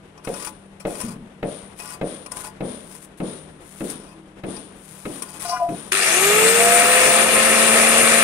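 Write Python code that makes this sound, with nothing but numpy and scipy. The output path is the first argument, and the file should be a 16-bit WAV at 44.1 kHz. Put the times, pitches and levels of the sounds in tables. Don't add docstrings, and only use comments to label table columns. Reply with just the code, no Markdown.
import sys
import numpy as np
from scipy import signal
from scipy.fft import rfft, irfft, next_fast_len
from scipy.io import wavfile
from scipy.ndimage import uniform_filter1d

SR = 44100
rng = np.random.default_rng(int(sys.argv[2]) if len(sys.argv) > 2 else 0)


def file_out(sig):
    cols = np.atleast_2d(sig).T
    lim = np.clip(cols, -1, 1)
    pcm = np.round(lim * 32767).astype(np.int16)
    wavfile.write(sys.argv[1], SR, pcm)


N = 362943
SIZE = next_fast_len(N + 4096)
T = np.arange(N) / SR
HZ = np.maximum(np.arange(SIZE // 2 + 1) * SR / SIZE, 1)

# hz, level_db
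SITE_COLOUR = [(15, -37), (25, 1), (106, 0), (183, -8), (243, -1.5), (314, 2), (2420, -14), (3560, -19),
               (4500, -27), (7350, -30.5), (9270, -24.5), (10800, -28.5), (12000, -39), (15600, -82),
               (22000, -120)]
SITE_DB = -45.5
# pitch_hz, level_db, phase_wobble_rad
HUMS = [(157.2, -52, 0.48), (195, -50, 0.17)]
# pitch_hz, above_knock_db, t60_s
KNOCK = [(1.036, -25.5)]
KNOCK_COLOUR = [(90, -16), (150, -3.5), (225, 3), (290, -14.5), (450, -16), (900, -81)]
KNOCK_RING = (224, 3.9, .16)
# time_s, level_db
FAR_TONE = [(4.1, -58), (4.17, -44.5), (4.36, -52), (4.44, -67)]
FAR_TONE_HZ = 320

# start_s, length_s, first_scratch_db, last_scratch_db, mode_drive_vs_scratch_db
STROKES = [(0.234, 0.2, -46.5, -37, -22.5), (0.441, 0.049, -33, -37.5, -31),
           (0.797, 0.029, -34.5, -55, -15), (0.862, 0.15, -43.5, -35, -23), (0.995, 0.13, -41, -42.5, -19),
           (1.755, 0.035, -59, -40.5, -23), (1.792, 0.15, -40, -38, -20), (2.308, 0.058, -40, -39.5, -26),
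           (2.362, 0.093, -35.5, -40.5, -30), (2.435, 0.033, -35, -37.5, -26.5),
           (2.754, 0.21, -58, -40.5, -28), (2.968, 0.076, -59, -43, -31), (3.171, 0.029, -43, -51, -41),
           (3.602, 0.22, -52.5, -40.5, -42), (3.833, 0.081, -40, -32.5, -50), (3.904, 0.22, -59, -60.5, -9),
           (4.749, 0.22, -51.5, -41, -31), (4.98, 0.22, -46, -38, -25), (5.221, 0.035, -19, -55, -32),
           (5.243, 0.14, -45, -40, -21.5), (5.395, 0.079, -30, -32.5, -26.5), (5.481, 0.23, -33, -54, -23),
           (5.684, 0.22, -48, -47, -22.5)]
TOUCH_S, LIFT_DB_PER_S = 0.0086, 503
# hz, level_db
RUB_COLOUR = [(290, -36), (500, -34), (841, -19), (931, -40), (1030, -5), (2120, -3.5), (2490, -8),
              (3470, -7), (4690, -12), (7240, -8), (9670, 2), (13000, -16), (15800, -18)]
# hz, level_db
TICKS = [(0.177, -62, -56), (0.248, -57, -33.5), (0.339, -52.5, -31), (0.398, -53, -41), (0.423, -53, -40),
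         (0.447, -57, -26), (0.471, -49, -36), (0.803, -54.5, -47), (0.953, -54, -36), (1.012, -55, -23.5),
         (1.035, -57, -40), (1.087, -59.5, -35), (1.799, -54.5, -37), (1.876, -69, -36), (1.933, -66, -35),
         (2.261, -55, -31.5), (2.318, -62, -22.5), (2.369, -62, -26.5), (2.443, -64, -40), (2.95, -65, -35),
         (3.899, -78, -23), (4.565, -56.5, -42.5), (5.221, -52, -22), (5.395, -66, -34), (5.42, -67, -28),
         (5.486, -59, -39), (5.495, -63, -42)]
TICK_COLOUR = [(500, -24), (1030, -19), (2400, -4), (3600, -21), (5300, -4), (7300, -13), (9200, 6),
               (10200, 0), (12500, -20), (15800, -28)]
TICK_T60_S = 0.046
# pitch_hz, level_db, t60_s
TILE_MODES = [(624, -10, 0.14), (712, -8, 0.15), (864, -4, 0.2), (958, -12, 0.15), (1010, 0, 0.18),
              (1058, -6, 0.2), (1156, -3, .12), (1267, -5, 0.07), (1445, -4, 0.099), (1920, -6, 0.05),
              (2390, -8, .05), (2525, -3, 0.09), (2800, -7, 0.04), (3140, -8, 0.04), (4160, -11, 0.04),
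              (4760, -5, .07), (5220, -7, .04), (5480, -8, .04), (5670, -7, .06), (6620, -7, .04),
              (7640, -8, .04), (8900, -9, .04), (9850, -8, .07)]
# time_s, lift_db
LOW_MODES_LIFT = [(0.2, -1), (0.9, -3), (1.05, -2), (1.1, 2), (1.8, -2), (2.25, 0), (2.33, 8), (2.5, 8),
                  (2.7, 0), (5.5, 0)]
LOW_MODES_HZ = 1500

# start_s, thud_db, crack_db, grit_db (before rise and fall), bright_above_thud_db
BLOWS = [(0.27, -28, -29.5, -27.5, 3.5), (0.849, -28, -29.5, -34, 7), (1.426, -26.5, -29.5, -27, 5),
         (2.0105, -25.5, -30, -26, 3), (2.604, -24, -33.5, -27, -2), (3.199, -23.5, -34.5, -26.5, -11),
         (3.804, -24, -33.5, -27.5, -28), (4.434, -24.5, -32.5, -26, -15), (5.051, -27, -29.5, -29.5, -15),
         (5.685, -26, -37.5, -26.5, -34)]
# delay_s, level_db
ECHOES = [(.0012, -14), (.0035, -2.5), (.0098, -5.5), (.0192, -6.5), (.025, -11), (.032, -6.5),
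          (.0383, -16), (.0447, -15), (.0508, -8.5), (.0617, -13), (.0677, -16), (.0937, -20)]
ECHO_SPREAD_DB = 0.5
# pitch_hz, above_its_layer_db, t60_s
GROUND_MODES = [(195.8, -2, 0.21), (304, 3.5, 0.047)]
KNOCK_MODES = [(457, 2.9, 0.055), (566, 5.9, 0.053), (698, 2, 0.041)]
BLADE_MODES = [(1290, 0, 0.029), (2155, 0, 0.05), (2580, -1.5, 0.035), (3880, -9.5, 0.043)]
# hz, level_db
THUD_COLOUR = [(35, -50), (70, -27), (130, -9.5), (190, -0.5), (320, -2.5), (450, -5), (650, -11),
               (950, -20.5), (2500, -41), (4000, -83)]
THUD_TOP_COLOUR = [(250, -68), (420, 16), (600, 21), (800, -9), (950, -16), (2500, -10), (4000, -73)]
GRIT_COLOUR = [(530, -23), (900, -3), (1010, 0.5), (2510, -7), (3540, -3), (4330, -9.5), (7860, -15),
               (9400, 5.5), (10800, -12), (11600, -34), (15500, -35)]
THUD_T60_S, YARD_T60_S, CRACK_T60_S = 0.4, 1.22, 0.079
THUD_NOISE_DB = -2.5
YARD_DB, BRIGHT_TAIL_DB = -5.5, -5
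CONTACT_HZ = 1080
GRIT_RISE_S, GRIT_FALL_S = 0.083, 0.1

# peak_s, fall_db_per_s (scaled per band), low_hz, low_db, middle_hz, middle_db,
# upper_db, squeal_db
SLIPS = [(5.453, 500, 699, -24, 1040, -32, -44, -40), (5.497, 500, 703.6, -21.5, 1002, -41, -43, -35),
         (5.523, 300, 702, -33, 1043, -28, -49, -58), (5.535, 400, 721, -22, 1030, -19.5, -45, -52),
         (5.57, 490, 719, -46, 998, -46, -38, -53), (5.603, 300, 706, -24, 1007, -25, -58, -65),
         (5.622, 163, 696, -14.5, 993, -33, -65, -75), (5.74, 1200, 685, -32, 996, -51, -65, -75)]
SLIP_RISE_DB_PER_S = 1200
LOW_FALL, MIDDLE_FALL, SQUEAL_FALL = 0.91, 1.05, 0.84
# pitch_hz, level_db
UPPER_MODES = [(500, -4), (1205, 7), (1450, 6), (1660, -10), (2000, -8), (2420, -6), (2880, -4.5)]
SQUEAL_MODES = [(4080, -7), (4655, 0), (5120, -1), (5450, -4), (5695, 2), (6400, -7)]
# time_s, share
DRAG = [(5.445, 0), (5.455, 1), (5.745, 1), (5.765, 0)]

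SWITCH_S, TOP_TURNS_PER_S = 5.917, 547.7
# missing_turns_per_s, time_constant_s
RUN_UP = [(162.5, .115), (261.4, .555)]
GEAR_RATIO = .4185
# multiple, against_spindle_db
SPINDLE_ORDERS = [(2, -7), (3, -2)]
# armature_turns_per_s, unbalance_db, octave_db, third_overtone_db, spindle_db
TONES_BY_SPEED = [(120, -75, -80, -70, -70), (278, -57, -60, -43, -69), (330, -36, -29, -44, -54),
                  (401, -16.5, -34, -28, -35), (433, -18, -34, -22, -36), (448, -15.5, -36.5, -45, -30.5),
                  (500, -23, -32.5, -37, -34.5), (511, -19, -29.5, -50, -33.5), (528, -24, -35, -50, -28),
                  (525, -22, -21, -48, -30), (535, -24.5, -34, -45, -25)]
# armature_turns_per_s, level_db
WHINE_BY_SPEED = [(120, -52), (250, -36), (300, -29), (400, -29), (445, -29), (517, -29), (523, -55)]
SEGMENTS = 30
WHINE_SCATTER = .005
# hz, level_db
GEARS_COLOUR = [(470, -33), (800, -39), (940, -15), (1140, -5), (1280, -7), (1410, -3), (1600, -2),
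                (1780, 0), (2150, -0.5), (2410, 1), (2810, -1.5), (3180, -10), (3460, -8.5), (3820, -9.5),
                (5000, -14), (6500, -61), (11000, -120)]
FAN_COLOUR = [(2060, -53), (3500, -7), (4400, -20.5), (5180, -8.5), (6270, -8), (6760, -7.5), (9400, 0.5),
              (10400, -8.5), (12100, -15), (13200, -14.5), (14300, -20), (15400, -21), (15900, -51)]
HOUSING_COLOUR = [(15, -53), (25, -16), (119, -13.5), (220, -2), (273, -6.5), (484, 4), (531, -2),
                  (583, 2.5), (669, 3.5), (1000, -5.5), (1300, 1.5), (2200, -120)]
GEARS_DB, FAN_DB, HOUSING_DB = -15, -17, -18.5
GEARS_POWER, FAN_POWER, HOUSING_POWER = 0.6, 0.63, 1.44
FAN_BLADES, FAN_BAND_HZ, FAN_BAND_DB = 18, 700, -5.5
MAINS_THROB_HZ, THROB_FADE_S = 98, .08
KICK_DB, KICK_S = 13, 0.014
DIP_S, DIP_DB, DIP_IN_S, DIP_OUT_S = 7.255, -4, 0.015, 0.1
# pitch_hz, level_db, t60_s
START_GROAN = (390, -26.5, 1)
# pitch_hz, width_hz, lift_db
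CASING = [(1292, 90, 4), (1800, 110, 3), (2350, 110, 3), (2750, 70, 3), (3350, 90, 3), (3540, 65, 3),
          (4110, 90, 2.5), (4660, 75, 2.5), (6287, 65, 3), (6500, 48, 3.5), (9250, 150, 2), (9657, 50, 4),
          (10810, 90, 4)]
PATCHY_DB = 1.3
# time_s, pitch_hz, level_db
TILE_HUM = [(6.53, 686, -46), (6.6, 686, -17.5), (6.75, 699, -14), (6.87, 702, -20.5), (7.0, 696, -23),
            (7.03, 691.5, -43), (7.06, 685, -22.5), (7.33, 694, -30)]

# hz, level_db
SITE_BALANCE = [(60, 4), (400, 2), (1300, 6), (2400, 7.5), (4400, 14.5), (7000, 22.5), (10000, 38),
                (15000, 27)]
CUTTER_BALANCE = [(60, 18), (140, 9), (210, -6), (330, 0.5), (500, -7), (770, -1), (1500, 1.5), (3000, 3),
                  (6000, 9), (10000, 23.5), (15000, 3.5)]
# hz, share
SITE_ALIKE = [(60, 1), (180, 0.95), (550, 0.56), (1650, 0.1), (4970, -0.67), (15000, -0.081)]
CUTTER_ALIKE = [(60, 0), (130, 0.12), (290, 0.38), (640, 0.51), (1400, 0.54), (2500, 0.25), (4000, 0.082),
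                (8000, 0), (15000, 0.077)]
LEFT_LAG_S = .00009
# pitch_hz, width_hz, lift_db
PORT = (9480, 340, 2.16)
CUTOFF_HZ = 15750


def amp(db):
    return 10 ** (np.asarray(db) / 20)


def rms_one(x):
    return x / np.sqrt(np.mean(x ** 2) + 1e-20)


def in_time(rows):
    s, *columns = np.transpose(rows)
    return [np.interp(T, s, c) for c in columns]


def during(rows, fade=0.0087):
    return np.clip(np.minimum(T - rows[0][0], rows[-1][0] - T) / fade, 0, 1)


def at_hz(points):
    hz, value = np.transpose(points)
    return np.interp(np.log(HZ), np.log(hz), value)


def colour(x, spectrum):
    return rms_one(irfft(rfft(x, SIZE) * amp(at_hz(spectrum)), SIZE)[..., :N])


def drift(rate_hz):
    r = np.exp(-80 * np.pi * rate_hz / SR)
    white = rng.standard_normal(N // 40 + 2002)
    slow = signal.lfilter([1], [1, -2 * r, r * r], white)[2000:]
    return np.interp(np.arange(N) / 40, np.arange(len(slow)), rms_one(slow))


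def grains(per_s, spread_db):
    sizes = amp(spread_db * np.minimum(rng.exponential(1, N), 5))
    sizes *= rng.random(N) < per_s / SR
    return sizes * rng.standard_normal((2, N))


def ring(x, hz, t60):
    r, w = amp(-60 / (t60 * SR)), 2 * np.pi * hz / SR
    return signal.lfilter([0, np.sin(w)], [1, -2 * r * np.cos(w), r * r], x + 1e-18)


def clicks_at(times, levels_db):
    clicks = np.zeros(N)
    clicks[(np.asarray(times) * SR).astype(int)] = amp(levels_db)
    return clicks


def dying(times, levels_db, t60):
    return signal.lfilter([1], [1, -amp(-60 / (t60 * SR))], clicks_at(times, levels_db) + 1e-18)


def swell(envelope, size):
    return uniform_filter1d(envelope, size=size, origin=(size - 1) // 2)


def tone(hz, wobble):
    return np.sqrt(2) * np.sin(2 * np.pi * np.cumsum(hz * np.ones(N)) / SR + wobble * drift(31))


def background():
    air = amp(SITE_DB + 2.0 * drift(11)) * colour(rng.standard_normal((2, N)), SITE_COLOUR)
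    hums = sum(amp(db + 3 * drift(5)) * tone(hz, wobble) for hz, db, wobble in HUMS)
    s, knock_db = np.transpose(KNOCK)
    knock = swell(dying(s, knock_db, 1.0), size=440) * colour(rng.standard_normal(N), KNOCK_COLOUR)
    ring_hz, ring_db, ring_t60 = KNOCK_RING
    knock += ring(clicks_at(s, knock_db + ring_db), ring_hz, ring_t60)
    far = during(FAR_TONE) * amp(in_time(FAR_TONE)[0]) * tone(FAR_TONE_HZ, wobble=0.11)
    return air, hums + far + knock


def strokes():
    scratch, drive = np.zeros(N), np.zeros(N)
    for s, length, first_db, last_db, drive_db in STROKES:
        near = slice(int(s * SR), int((s + length + .3) * SR))
        t = T[near] - s
        level_db = first_db + (last_db - first_db) * np.minimum(t / length, 1)
        level_db -= LIFT_DB_PER_S * np.maximum(t - length, 0)
        gain = np.clip(t / TOUCH_S, 0, 1) * amp(level_db)
        scratch[near] += gain
        drive[near] += gain * amp(drive_db)
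    return scratch, drive


def tile():
    jumps = (rng.random(N) < 90 / SR) * np.minimum(rng.exponential(1, N), 2.5)
    bursts = rms_one(2.6 + signal.lfilter([1], [1, -amp(-60 / (.06 * SR))], jumps))
    scratch, drive = bursts * strokes()
    s, knock_db, dry_db = np.transpose(TICKS)
    white = rng.standard_normal((2, N))
    direct = scratch * colour(grains(5000, spread_db=0.6), RUB_COLOUR)
    direct += swell(dying(s, dry_db, TICK_T60_S), size=40) * colour(white, TICK_COLOUR)
    force = drive * grains(2500, spread_db=2.0) + dying(s, knock_db, 0.02) * white[::-1]
    low_lift_db, = in_time(LOW_MODES_LIFT)
    ringing = 0
    for hz, db, t60 in TILE_MODES:
        drive_db = 2.5 * drift(12) + low_lift_db * (hz < LOW_MODES_HZ)
        ringing = ringing + amp(db) * ring(force * amp(drive_db), hz, t60)
    return direct + ringing


def struck(modes, blow_s, blow_db, count):
    delay, echo_db = np.transpose(ECHOES)[:, :count]
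    arrival_s = blow_s[:, None] + delay
    out = 0
    for hz, db, t60 in modes:
        spread_db = ECHO_SPREAD_DB * rng.standard_normal(arrival_s.shape)
        out = out + ring(clicks_at(arrival_s, blow_db[:, None] + db + echo_db + spread_db), hz, t60)
    return out


def spade():
    s, thud_db, crack_db, grit_db, bright_db = np.transpose(BLOWS)
    top_db = thud_db + bright_db
    lumps = grains(4000, spread_db=-1.0)
    body = dying(s, thud_db, THUD_T60_S) + dying(s, thud_db + YARD_DB, YARD_T60_S)
    thud = amp(THUD_NOISE_DB) * swell(body, size=500) * colour(lumps, THUD_COLOUR)
    thud += swell(dying(s, top_db + BRIGHT_TAIL_DB, 0.44), size=700) * colour(lumps, THUD_TOP_COLOUR)
    knock = struck(GROUND_MODES, s, thud_db, len(ECHOES)) + struck(KNOCK_MODES, s, top_db, len(ECHOES))
    thud += signal.sosfilt(signal.butter(2, CONTACT_HZ, fs=SR, output="sos"), knock)

    crack_colour = [(500, -17), (1500, 4.5), (3000, -2.5), (5000, -22), (12000, -28)]  # hz, level_db
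    crack = colour(rng.standard_normal((2, N)), crack_colour)
    crack = swell(dying(s, crack_db, CRACK_T60_S), size=220) * crack
    blade = struck(BLADE_MODES, s, crack_db, count=3)

    late = T[:SR]
    slide = (1 - np.exp(-(late / GRIT_RISE_S) ** 2)) * np.exp(-late / GRIT_FALL_S)
    slides = signal.fftconvolve(clicks_at(s, grit_db), slide)[:N]
    grit = slides * colour(grains(9000, spread_db=-1.0), GRIT_COLOUR)
    return thud + crack + blade + grit


def singing():
    s, fall, low_hz, low_db, middle_hz, middle_db, upper_db, squeal_db = np.transpose(SLIPS)

    def swells(peak_db, faster):
        total = 0
        for at, rate, db in zip(s, fall, peak_db):
            slope_db = np.minimum(SLIP_RISE_DB_PER_S * (T - at), faster * rate * (at - T))
            total = total + amp(np.maximum(db + slope_db, -200))
        return total

    upper = sum(amp(db + 3.5 * drift(15)) * tone(hz, wobble=0.8) for hz, db in UPPER_MODES)
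    squeal = sum(amp(db + 3 * drift(30)) * tone(hz, wobble=1.2) for hz, db in SQUEAL_MODES)
    song = swells(squeal_db, SQUEAL_FALL) * squeal + swells(upper_db, MIDDLE_FALL) * upper
    song += swells(low_db, LOW_FALL) * tone(np.interp(T, s, low_hz), wobble=0.43)
    song += swells(middle_db, MIDDLE_FALL) * tone(np.interp(T, s, middle_hz), wobble=0.2)
    return in_time(DRAG)[0] * song


def motor_noise(turns, angle, since):
    speed_db = 20 * np.log10(turns / TOP_TURNS_PER_S)
    dip_db = DIP_DB * np.exp(np.minimum((T - DIP_S) / DIP_IN_S, (DIP_S - T) / DIP_OUT_S))
    kick_db = KICK_DB * np.exp(-since / KICK_S)
    gears_db = GEARS_DB + GEARS_POWER * speed_db + dip_db + kick_db
    fan_db = FAN_DB + FAN_POWER * speed_db + dip_db + kick_db
    housing_db = HOUSING_DB + HOUSING_POWER * speed_db + dip_db
    throb_depth = .7 * np.exp(-since / THROB_FADE_S) + .04
    throb = 1 - throb_depth * np.cos(2 * np.pi * MAINS_THROB_HZ * since)
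    runout = 1 + 0.022 * np.sin(GEAR_RATIO * angle)
    rattle = colour(grains(7000, spread_db=-1.5), GEARS_COLOUR)
    noise = amp(gears_db + 0.25 * drift(25)) * throb * runout * rattle
    low_pass = signal.butter(2, FAN_BAND_HZ, fs=SR, output="sos")
    gusts = signal.sosfilt(low_pass, rng.standard_normal((2, N)))
    air = colour(rng.standard_normal((2, N)), FAN_COLOUR)
    air += amp(FAN_BAND_DB) * rms_one(gusts * np.sin(FAN_BLADES * angle))
    noise += amp(fan_db + 0.34 * drift(58)) * np.sqrt(np.abs(throb)) * air
    rumble = colour(rng.standard_normal((2, N)), HOUSING_COLOUR)
    return noise + amp(housing_db + 0.49 * drift(10.0)) * rumble


def motor_tones(turns):
    speeds, *levels = np.transpose(TONES_BY_SPEED)
    unbalance_db, octave_db, third_db, spindle_db = (np.interp(turns, speeds, db) for db in levels)
    groan_hz, groan_db, groan_t60 = START_GROAN
    tones = dying([SWITCH_S], [groan_db], groan_t60) * tone(groan_hz, wobble=0.86)
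    tones += amp(unbalance_db) * tone(turns, wobble=0.08)
    tones += amp(octave_db) * tone(2 * turns, wobble=0.3)
    tones += amp(third_db) * tone(3 * turns, wobble=0.3)
    spindle = tone(GEAR_RATIO * turns, wobble=0.036)
    spindle += sum(amp(db) * tone(k * GEAR_RATIO * turns, wobble=0.35) for k, db in SPINDLE_ORDERS)
    tones += amp(spindle_db) * spindle
    whine_db = np.interp(turns, *np.transpose(WHINE_BY_SPEED))
    whine_hz = SEGMENTS * turns * (1 + WHINE_SCATTER * drift(250))
    tones += amp(whine_db + 2.5 * drift(150)) * tone(whine_hz, wobble=2.5)
    hum_hz, hum_db = in_time(TILE_HUM)
    return tones + during(TILE_HUM, fade=0.034) * amp(hum_db) * tone(hum_hz, wobble=0.11)


def casing(noise):
    start = int(SWITCH_S * SR) - 2048
    size = next_fast_len(N - start)
    hz = np.maximum(np.arange(size // 2 + 1) * SR / size, 1)
    lift_db = sum(db / (1 + (2 * (hz - centre) / width) ** 2) for centre, width, db in CASING)
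    spectrum = rfft(noise[:, start:], size) * amp(lift_db)
    place = 2 * np.log2(np.clip(hz, 500, 16000) / 500)
    out = np.zeros((2, N))
    for band in range(11):
        window = np.clip(1 - np.abs(place - band), 0, 1)
        part = irfft(spectrum * window, size)[:, :N - start]
        out[:, start:] += amp(PATCHY_DB * drift(12.0)[start:]) * part
    return out


def cutter():
    on = np.clip((T - SWITCH_S) / 0.0055, 0, 1)
    since = np.maximum(T - SWITCH_S, 0)
    turns = TOP_TURNS_PER_S - sum(missing * np.exp(-since / tau) for missing, tau in RUN_UP)
    angle = 2 * np.pi * np.cumsum(turns) / SR
    return on * casing(motor_noise(turns, angle, since)), on * motor_tones(turns)


def ports(paths, tones, alike, balance):
    first, second = rfft(paths, SIZE)
    lines = rfft(tones, SIZE)
    share = np.clip(at_hz(alike), 0, 1)
    right_gain = amp(-at_hz(balance))
    left = (first + lines) * np.exp(-2j * np.pi * HZ * LEFT_LAG_S)
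    right = right_gain * (share * first + np.sqrt(1 - share ** 2) * second + lines)
    return irfft(np.array([left, right]) * 2 / (1 + right_gain), SIZE)[:, :N]


def scene():
    air, hums = background()
    site = ports(air + tile() + spade(), hums + singing(), SITE_ALIKE, SITE_BALANCE)
    return site + ports(*cutter(), CUTTER_ALIKE, CUTTER_BALANCE)


def record(dry):
    hz, width, port_db = PORT
    b, a = signal.iirpeak(hz, hz / width, fs=SR)
    left = dry[0] + (amp(port_db) - 1) * signal.lfilter(b, a, dry[0])
    rounded = 1.094 * np.tanh(np.array([left, dry[1]]) / 1.453)
    top_cut = signal.ellip(12, 1, 70, CUTOFF_HZ, fs=SR, output="sos")
    return signal.sosfilt(top_cut, rounded)


dry = scene()
out = record(dry)
file_out(out)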